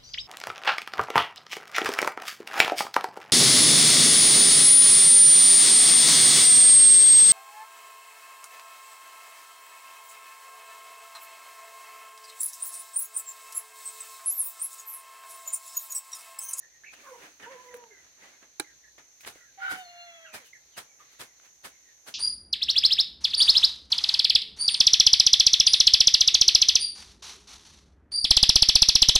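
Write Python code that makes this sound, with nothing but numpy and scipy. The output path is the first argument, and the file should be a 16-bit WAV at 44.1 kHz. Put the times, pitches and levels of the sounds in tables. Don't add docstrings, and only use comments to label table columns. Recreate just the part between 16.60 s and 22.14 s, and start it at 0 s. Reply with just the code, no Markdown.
import sys
import numpy as np
from scipy import signal
from scipy.fft import rfft, irfft, next_fast_len
from scipy.io import wavfile
from scipy.ndimage import uniform_filter1d

SR = 44100
rng = np.random.default_rng(int(sys.argv[2]) if len(sys.argv) > 2 else 0)


def inscribe(sig):
    pcm = np.round(np.clip(np.atleast_2d(sig).T, -1, 1) * 32767)
    wavfile.write(sys.argv[1], SR, pcm.astype(np.int16))


N = 244314
T = np.arange(N) / SR
FREQ = np.fft.rfftfreq(N, 1 / SR) + 1

# frequency in Hz, relative level in dB.
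AIR_COLOUR = [(20, -48), (35, -44), (58, 7), (85, -10), (130, -1), (200, -14.5), (300, -6.5), (550, -5),
              (900, -7), (1250, -10.5), (2000, -0.5), (3000, -8), (4300, 1), (5200, -11), (7000, -39)]
HISS_COLOUR = [(3000, -19), (4200, -27.5), (5100, -16.5), (5700, -3), (6300, 3.5), (6800, -2.5),
               (7400, -18.5), (9000, -20.5), (11000, -22.5), (12600, -16), (14200, -29.5), (15800, -37)]
# peak time in seconds, level in dB, rise in seconds, decay in seconds,
# treble tilt in dB an octave.
SCUFFS = [(.34, -51, 0.013, 0.0061, 4.5), (.41, -57.5, 0.068, 0.16, 1), (.5, -60, 0.13, 0.27, 9),
          (.655, -49.5, 0.059, 0.029, 1), (.802, -50.5, .005, .016, 0.5), (.836, -49, 0.014, 0.05, 1),
          (.928, -55, 0.016, 0.12, 1), (1.07, -64.5, 0.048, 0.024, 7.5), (1.16, -56.5, 0.047, 0.057, -1),
          (1.47, -63, .12, 0.032, 2), (1.65, -53, 0.055, 0.088, 2), (1.83, -55.5, 0.01, 0.023, 0.5),
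          (2.382, -50, 0.0026, 0.027, 2), (2.612, -50.5, 0.0076, 0.014, 9.5),
          (2.636, -52, 0.0044, 0.017, 3), (2.76, -56.5, 0.016, 0.056, 5), (3.19, -52, 0.032, 0.037, 7),
          (3.87, -55, .026, 0.024, 8.5), (4.41, -60, 0.024, 0.051, 3.5), (4.535, -59, 0.024, 0.027, 5),
          (4.86, -58, .04, 0.032, 4)]
# peak time in seconds, level in dB, rise plus decay in seconds.
STROKES = [(2.677, -38.5, 0.037), (3.119, -38, 0.047), (3.752, -39.5, .041), (4.184, -37, .033),
           (4.612, -39, 0.038), (5.055, -40, 0.035), (5.484, -42, 0.039)]
# frequency in Hz, relative level in dB.
SCUFF_COLOUR = [(60, -15), (150, -5), (300, 2), (700, 0.5), (1100, -2), (1800, 2.5), (2800, -5.5),
                (4500, -13.5), (8000, -20), (15000, -31.5)]
STROKE_COLOUR = [(25, -26), (70, -10), (150, -8.5), (280, -4.5), (550, -5.5), (800, -1), (1150, -2.5),
                 (1650, 0), (2700, -6), (4200, -6), (6400, -10.5), (9700, -8), (12800, -13.5), (15800, -19)]
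# start in seconds, level in dB, centre in Hz, decay in seconds.
CLICKS = [(.336, -46, 1530, .003), (.825, -49, 1930, .0037), (1.1409, -41.5, 1730, 0.0035),
          (1.142, -51.5, 10970, 0.013), (1.168, -54, 11200, 0.0074), (1.239, -44, 1800, 0.002),
          (2.608, -46.5, 2470, 0.0029), (2.6486, -41.5, 1960, 0.004), (2.758, -51, 580, 0.0041),
          (3.123, -45, 260, 0.023), (4.799, -54, 1490, 0.0021)]
# frequency in Hz, relative level in dB, seconds to fall 60 dB.
SNAP_MODES = [(319, -28, 0.064), (378, -36, 0.035), (828, 0, 0.079), (1430, -12, 0.025), (1607, 4, 0.048),
              (2305, 0, 0.049), (2340, 1.5, 0.061), (3800, 2, .016), (4400, 2, .014), (7880, 9.5, 0.013),
              (9770, 12.5, 0.013)]
# frequency in Hz, relative level in dB.
CRACK_COLOUR = [(30, -50), (170, -29.5), (310, 7), (620, -8.5), (1000, -10), (1500, -1), (3000, -15),
                (3900, 5.5), (5500, -12.5), (8000, -8.5), (10300, -2.5), (11500, -14), (15500, -14)]
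THUD_COLOUR = [(30, -37), (110, -12), (200, -15.5), (330, -6), (460, -7), (620, -11), (2000, -14),
               (6000, -17), (15000, -25)]
# start in seconds, length in seconds, starting pitch in Hz,
# glide in octaves, level in dB, roughness (0 is clear, capped at 1).
NEAR_PEEPS = [(0, .05, 1780, 0.02, -64.5, 0.52), (.237, 0.013, 1690, .45, -45.5, 0.8),
              (.255, 0.056, 2454, -0.03, -49.5, 1), (.334, .1, 3210, -0.64, -63, 1.1),
              (.455, 0.037, 1683, -0.2, -55.5, 0.8), (.822, 0.039, 3000, -.12, -57.5, .5),
              (.826, 0.031, 1794, -0.2, -50, 1.2), (1.078, 0.044, 2115, -0.16, -59, 0.15),
              (1.307, 0.094, 2120, -0.12, -59.5, .18), (1.624, .035, 2033, -0.04, -59.5, 0),
              (2.042, 0.059, 2063, -0.18, -61.5, 0.5), (2.226, .065, 1876, -0.08, -63, 0.94),
              (2.765, .08, 2046, -0.1, -63.5, 0.34), (3.647, .048, 1664, -.39, -57, 0.3),
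              (3.659, 0.044, 2968, -0.32, -57.5, 0.94), (3.72, 0.056, 2550, -0.16, -54.5, .4),
              (3.828, 0.062, 3210, -0.32, -65.5, .6), (3.929, 0.034, 2154, -0.38, -54.5, 0.7),
              (4.123, 0.0613, 3390, -0.4, -65, 0.75), (4.396, 0.026, 1236, -0.2, -56, 0.7)]
# centre in Hz, width in Hz, relative level in dB.
THROAT_RESONANCES = [(1670, 620, -16), (1990, 610, -3.5), (2780, 860, -5), (3340, 200, -9),
                     (3460, 920, -14), (4225, 260, -3)]
# frequency in Hz, relative level in dB.
RASP_COLOUR = [(300, -60), (700, -2), (1100, -8), (1500, 3), (1900, 8), (2300, 5), (2650, -23), (3000, -4),
               (4500, -10.5), (8000, -24)]
# time in seconds, pitch in Hz, relative level of the fundamental
# in dB, relative level of the overtones in dB.
HOARSE_CAW = [(0.43, 545, -79, -74), (0.44, 563.5, -55.5, -64), (0.484, 523.3, -52, -53.5),
              (0.52, 529, -44, -68), (0.542, 475.6, -55, -56.5), (0.602, 480.6, -63.5, -77),
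              (0.63, 523, -59, -74)]
CLEAR_CAW = [(0.86, 452, -67, -51), (0.878, 463, -53, -46), (0.91, 558, -52.5, -60),
             (0.96, 500, -53.5, -54.5), (1.018, 510, -71, -54.5), (1.07, 497.5, -49.5, -58),
             (1.198, 487.6, -58, -57.5), (1.27, 447, -60.5, -60.5), (1.302, 460, -72, -79),
             (1.322, 418, -53.5, -78), (1.345, 349, -72, -74)]
LONG_CAW = [(2.972, 784, -67, -98), (2.986, 780, -50, -80), (3.052, 772, -49.5, -53),
            (3.216, 739.3, -47.5, -55.5), (3.266, 704.5, -53, -69), (3.43, 697, -52.5, -62),
            (3.678, 644.7, -62, -67.5), (3.714, 626.7, -60, -81), (3.754, 619.4, -53.5, -56),
            (3.792, 578, -69, -77), (3.85, 417.2, -63.5, -83)]
# frequency in Hz, left minus right in dB.
PORT_BALANCE = [(100, -2.5), (700, -1.5), (1400, -4.5), (2200, -6), (3500, 9.5), (4400, -2), (5700, 7),
                (6500, -6), (7500, -15), (9300, 1), (10500, -1.5), (12500, 17), (14000, 9), (15800, 9)]


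def undb(db):
    return 10 ** (np.asarray(db) / 20)


def unit(x):
    return x / np.sqrt(np.mean(x ** 2))


def shape(points):
    hz, db = np.transpose(points)
    return np.interp(np.log(FREQ), np.log(hz), db)


def noise(db, alike_hz=750, likeness=0.87):
    mid, side = rfft(rng.standard_normal((2, N)))
    alike = likeness / (1 + (FREQ / alike_hz) ** 4)
    both = mid * np.sqrt(1 + alike) + np.array([[1], [-1]]) * side * np.sqrt(1 - alike)
    return unit(irfft(both * undb(db), N))


def colour(x, points):
    cepstrum = irfft(np.log(unit(undb(shape(points)))), N)
    cepstrum[1:] *= 2 * (np.arange(1, N) < N // 2)
    return irfft(rfft(x) * np.exp(rfft(cepstrum)), N)


def walk(rate_hz):
    span = max(int(SR / rate_hz), 2)
    steps = np.repeat(rng.standard_normal(N // span + 1), span)
    return unit(uniform_filter1d(steps, span)[:N])


def burst(start, decay):
    return (T >= start) * np.exp(-np.clip((T - start) / decay, 0, 40))


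def swell(start, attack_s, hold_s, release_s):
    rise = np.clip((T - start) / attack_s, 0, 1)
    return rise * np.exp(-np.clip((T - start - attack_s - hold_s) / release_s, 0, 40))


def yard(x, wet_db, t60, dull_hz=5000):
    t = T[:SR // 2]
    returns = rng.standard_normal((2, len(t))) * (rng.random((2, len(t))) < .02)
    tail = returns * undb(-60 * t / t60) * (t > .002)
    tail /= np.sqrt(np.sum(tail ** 2, axis=1, keepdims=True))
    tail = signal.lfilter(*signal.butter(1, dull_hz, fs=SR), tail)
    return x + undb(wet_db) * signal.fftconvolve(x * np.ones((2, 1)), tail, axes=1)[:, :N]


def background(air_db=-66.5, hiss_db=-59):
    spectrum = rfft(noise(shape(AIR_COLOUR)))
    drift_db, air = .8 * walk(12), 0
    octave = np.clip(np.log2(FREQ / 250), 0, 5)
    for k in range(6):
        band = irfft(spectrum * np.maximum(1 - abs(octave - k), 0), N)
        air += band * undb(air_db + drift_db + 1.6 * walk(11))
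    hiss = undb(hiss_db + .5 * walk(14)) * noise(shape(HISS_COLOUR))
    return air + hiss


def rubs(rows, grit_colour, grain_db, hold_s=0.0023):
    out = np.zeros((2, N))
    source = noise(shape(grit_colour)) * undb(grain_db * walk(1500))
    for peak, db, rise, decay, tilt_db in rows:
        on = (T > peak - 3 * rise) & (T < peak + 8 * decay)
        t = T[on] - peak
        size = next_fast_len(len(t))
        tilt = undb(tilt_db * np.log2(np.fft.rfftfreq(size, 1 / SR) + 100))
        grit = unit(irfft(rfft(source[:, on], size) * tilt, size)[:, :len(t)])
        contact = np.where(t < 0, np.exp(-(t / rise) ** 2), np.exp(-np.maximum(t - hold_s, 0) / decay))
        out[:, on] += undb(db) * grit * contact
    return out


def scrapes(rise_share=.39, tilt_db=0.17):
    rows = [(s, db, rise_share * span, (1 - rise_share) * span, tilt_db) for s, db, span in STROKES]
    return rubs(rows, STROKE_COLOUR, grain_db=1.5)


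def clicks(skirt_db=7):
    out = 0
    for start, db, hz, decay in CLICKS:
        body = burst(start, decay) * noise(-skirt_db * np.log2(FREQ / hz) ** 2)
        ring = burst(start, decay / 2) * np.sin(2 * np.pi * hz * (T - start))
        out += undb(db) * (body + ring)
    return out


def snap(start=1.9977, gap_s=.0009, step_db=-2):
    run = sum(undb(k * step_db) * burst(start + k * gap_s, 0.0022) for k in range(5))
    cracks = colour(run * noise(0), CRACK_COLOUR)
    age = T - start - np.array([[.00012], [0]])
    ring = sum(undb(db) * burst(start, t60 / np.log(1000)) * np.cos(2 * np.pi * hz * age)
               for hz, db, t60 in SNAP_MODES)
    thud = colour(burst(start, 0.013) * noise(0), THUD_COLOUR)
    lean_right = undb([[-2], [1]])
    return (undb(-27) * cracks + undb(-36) * (ring + thud)) * lean_right


def peeps(far_per_s=2.5, far_hz=2126, far_db=-68.5):
    out = np.zeros(N)
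    flutter = undb(4.5 * walk(220))
    wobble = .06 * walk(600)
    far_peeps = [((k + when) / far_per_s, 0.076, far_hz * 2 ** (octave - .5), -0.155, far_db, 0.53)
                 for k, (when, octave) in enumerate(rng.random(size=(20, 2)))]
    for start, length, start_hz, glide, db, rough in list(NEAR_PEEPS) + far_peeps:
        on = (T > start) & (T < start + length)
        progress = (T[on] - start) / length
        hz = start_hz * 2 ** (glide * progress) * (1 + min(rough, 1) * wobble[on])
        gate = np.sin(np.pi * progress) ** 0.043
        out[on] += undb(db) * gate * np.sin(2 * np.pi * np.cumsum(hz) / SR)
    return yard(out * flutter, wet_db=2.3, t60=0.19)


def shriek(lag_s, top_hz=1466, scoop_hz=100, beat_hz=64, level_db=-33):
    effort = swell(3.0, attack_s=0.0363, hold_s=.09, release_s=0.019)
    hz = top_hz - scoop_hz * (1 - effort)
    phase = 2 * np.pi * (np.cumsum(hz) / SR - hz * np.array([[lag_s], [0]])) + 0.49 * walk(260)
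    throb = 1 + 0.31 * np.sin(2 * np.pi * beat_hz * T + walk(40))
    gain = undb(level_db + walk(180) + np.array([[.5], [-.5]]))
    tone = np.sqrt(2) * (np.sin(phase) + undb(-25) * np.sin(2 * phase))
    return effort * gain * throb * tone


def caw(curve, lag_s, second_db, upper_db, flutter_db, jitter, hoarseness, rasp_db, strain_db, strain_s):
    times, *columns = np.transpose(curve)
    hz, fundamental_db, overtone_db = (np.interp(T, times, column) for column in columns)
    gate = np.clip(np.minimum(T - times[0], times[-1] - T) / 0.005, 0, 1)
    strain = swell(times[0], attack_s=0.06, hold_s=strain_s, release_s=0.016)
    cycles = np.cumsum(hz * (1 + jitter * (walk(170) + walk(45)))) / SR
    phase = 2 * np.pi * (cycles - hz * np.array([[lag_s], [0]]))
    shake = hoarseness * walk(230)
    voice = undb(fundamental_db + 1 + flutter_db * walk(50)) * np.sin(phase)
    voice += undb(overtone_db + second_db + 0.87 * walk(190)) * np.sin(2 * phase + shake)
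    for k in range(3, 7):
        throat = sum(undb(db) / (1 + (2 * (k * hz - centre) / width) ** 2) ** 2
                     for centre, width, db in THROAT_RESONANCES)
        voice += undb(overtone_db + upper_db + 3.6 * walk(45)) * throat * np.sin(k * (phase + shake / 3))
    pulses = 1 + 0.61 * np.cos(phase)
    rasp = undb(rasp_db + strain_db * strain) * noise(shape(RASP_COLOUR)) * pulses
    return gate * (np.sqrt(2) * voice + rasp)


def hen(low_lag_s=-.00007, long_lag_s=.0002):
    hoarse = caw(HOARSE_CAW, low_lag_s, second_db=5.5, upper_db=-20, flutter_db=4.5,
                 jitter=.028, hoarseness=1.0, rasp_db=-73, strain_db=1, strain_s=.01)
    clear = caw(CLEAR_CAW, low_lag_s, second_db=-0.5, upper_db=-19, flutter_db=3.5,
                jitter=0.00685, hoarseness=.22, rasp_db=-76, strain_db=23, strain_s=0.016)
    long = caw(LONG_CAW, long_lag_s, second_db=1, upper_db=9.5, flutter_db=1.8,
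               jitter=0.0037, hoarseness=0.26, rasp_db=-62, strain_db=17.5, strain_s=0.13)
    low_caws = yard(hoarse + clear, wet_db=-5.5, t60=0.31)
    squawk = yard(long, wet_db=-14.5, t60=0.31) + yard(shriek(long_lag_s), wet_db=-3, t60=0.15)
    return low_caws + squawk


def scene():
    ground = scrapes() + rubs(SCUFFS, SCUFF_COLOUR, grain_db=0.5) + clicks()
    birds = hen() + peeps()
    return birds + yard(ground, wet_db=-14, t60=0.32) + yard(snap(), wet_db=-21, t60=0.37) + background()


def record(dry, top_hz=15850):
    ports = undb(np.array([[.5], [-.5]]) * shape(PORT_BALANCE))
    ports /= np.sqrt(np.mean(ports ** 2, axis=0))
    lowpass = signal.ellip(10, .2, 70, top_hz, fs=SR, output="sos")
    return signal.sosfilt(lowpass, irfft(rfft(dry) * ports, N))


dry = scene()
out = record(dry)
inscribe(out)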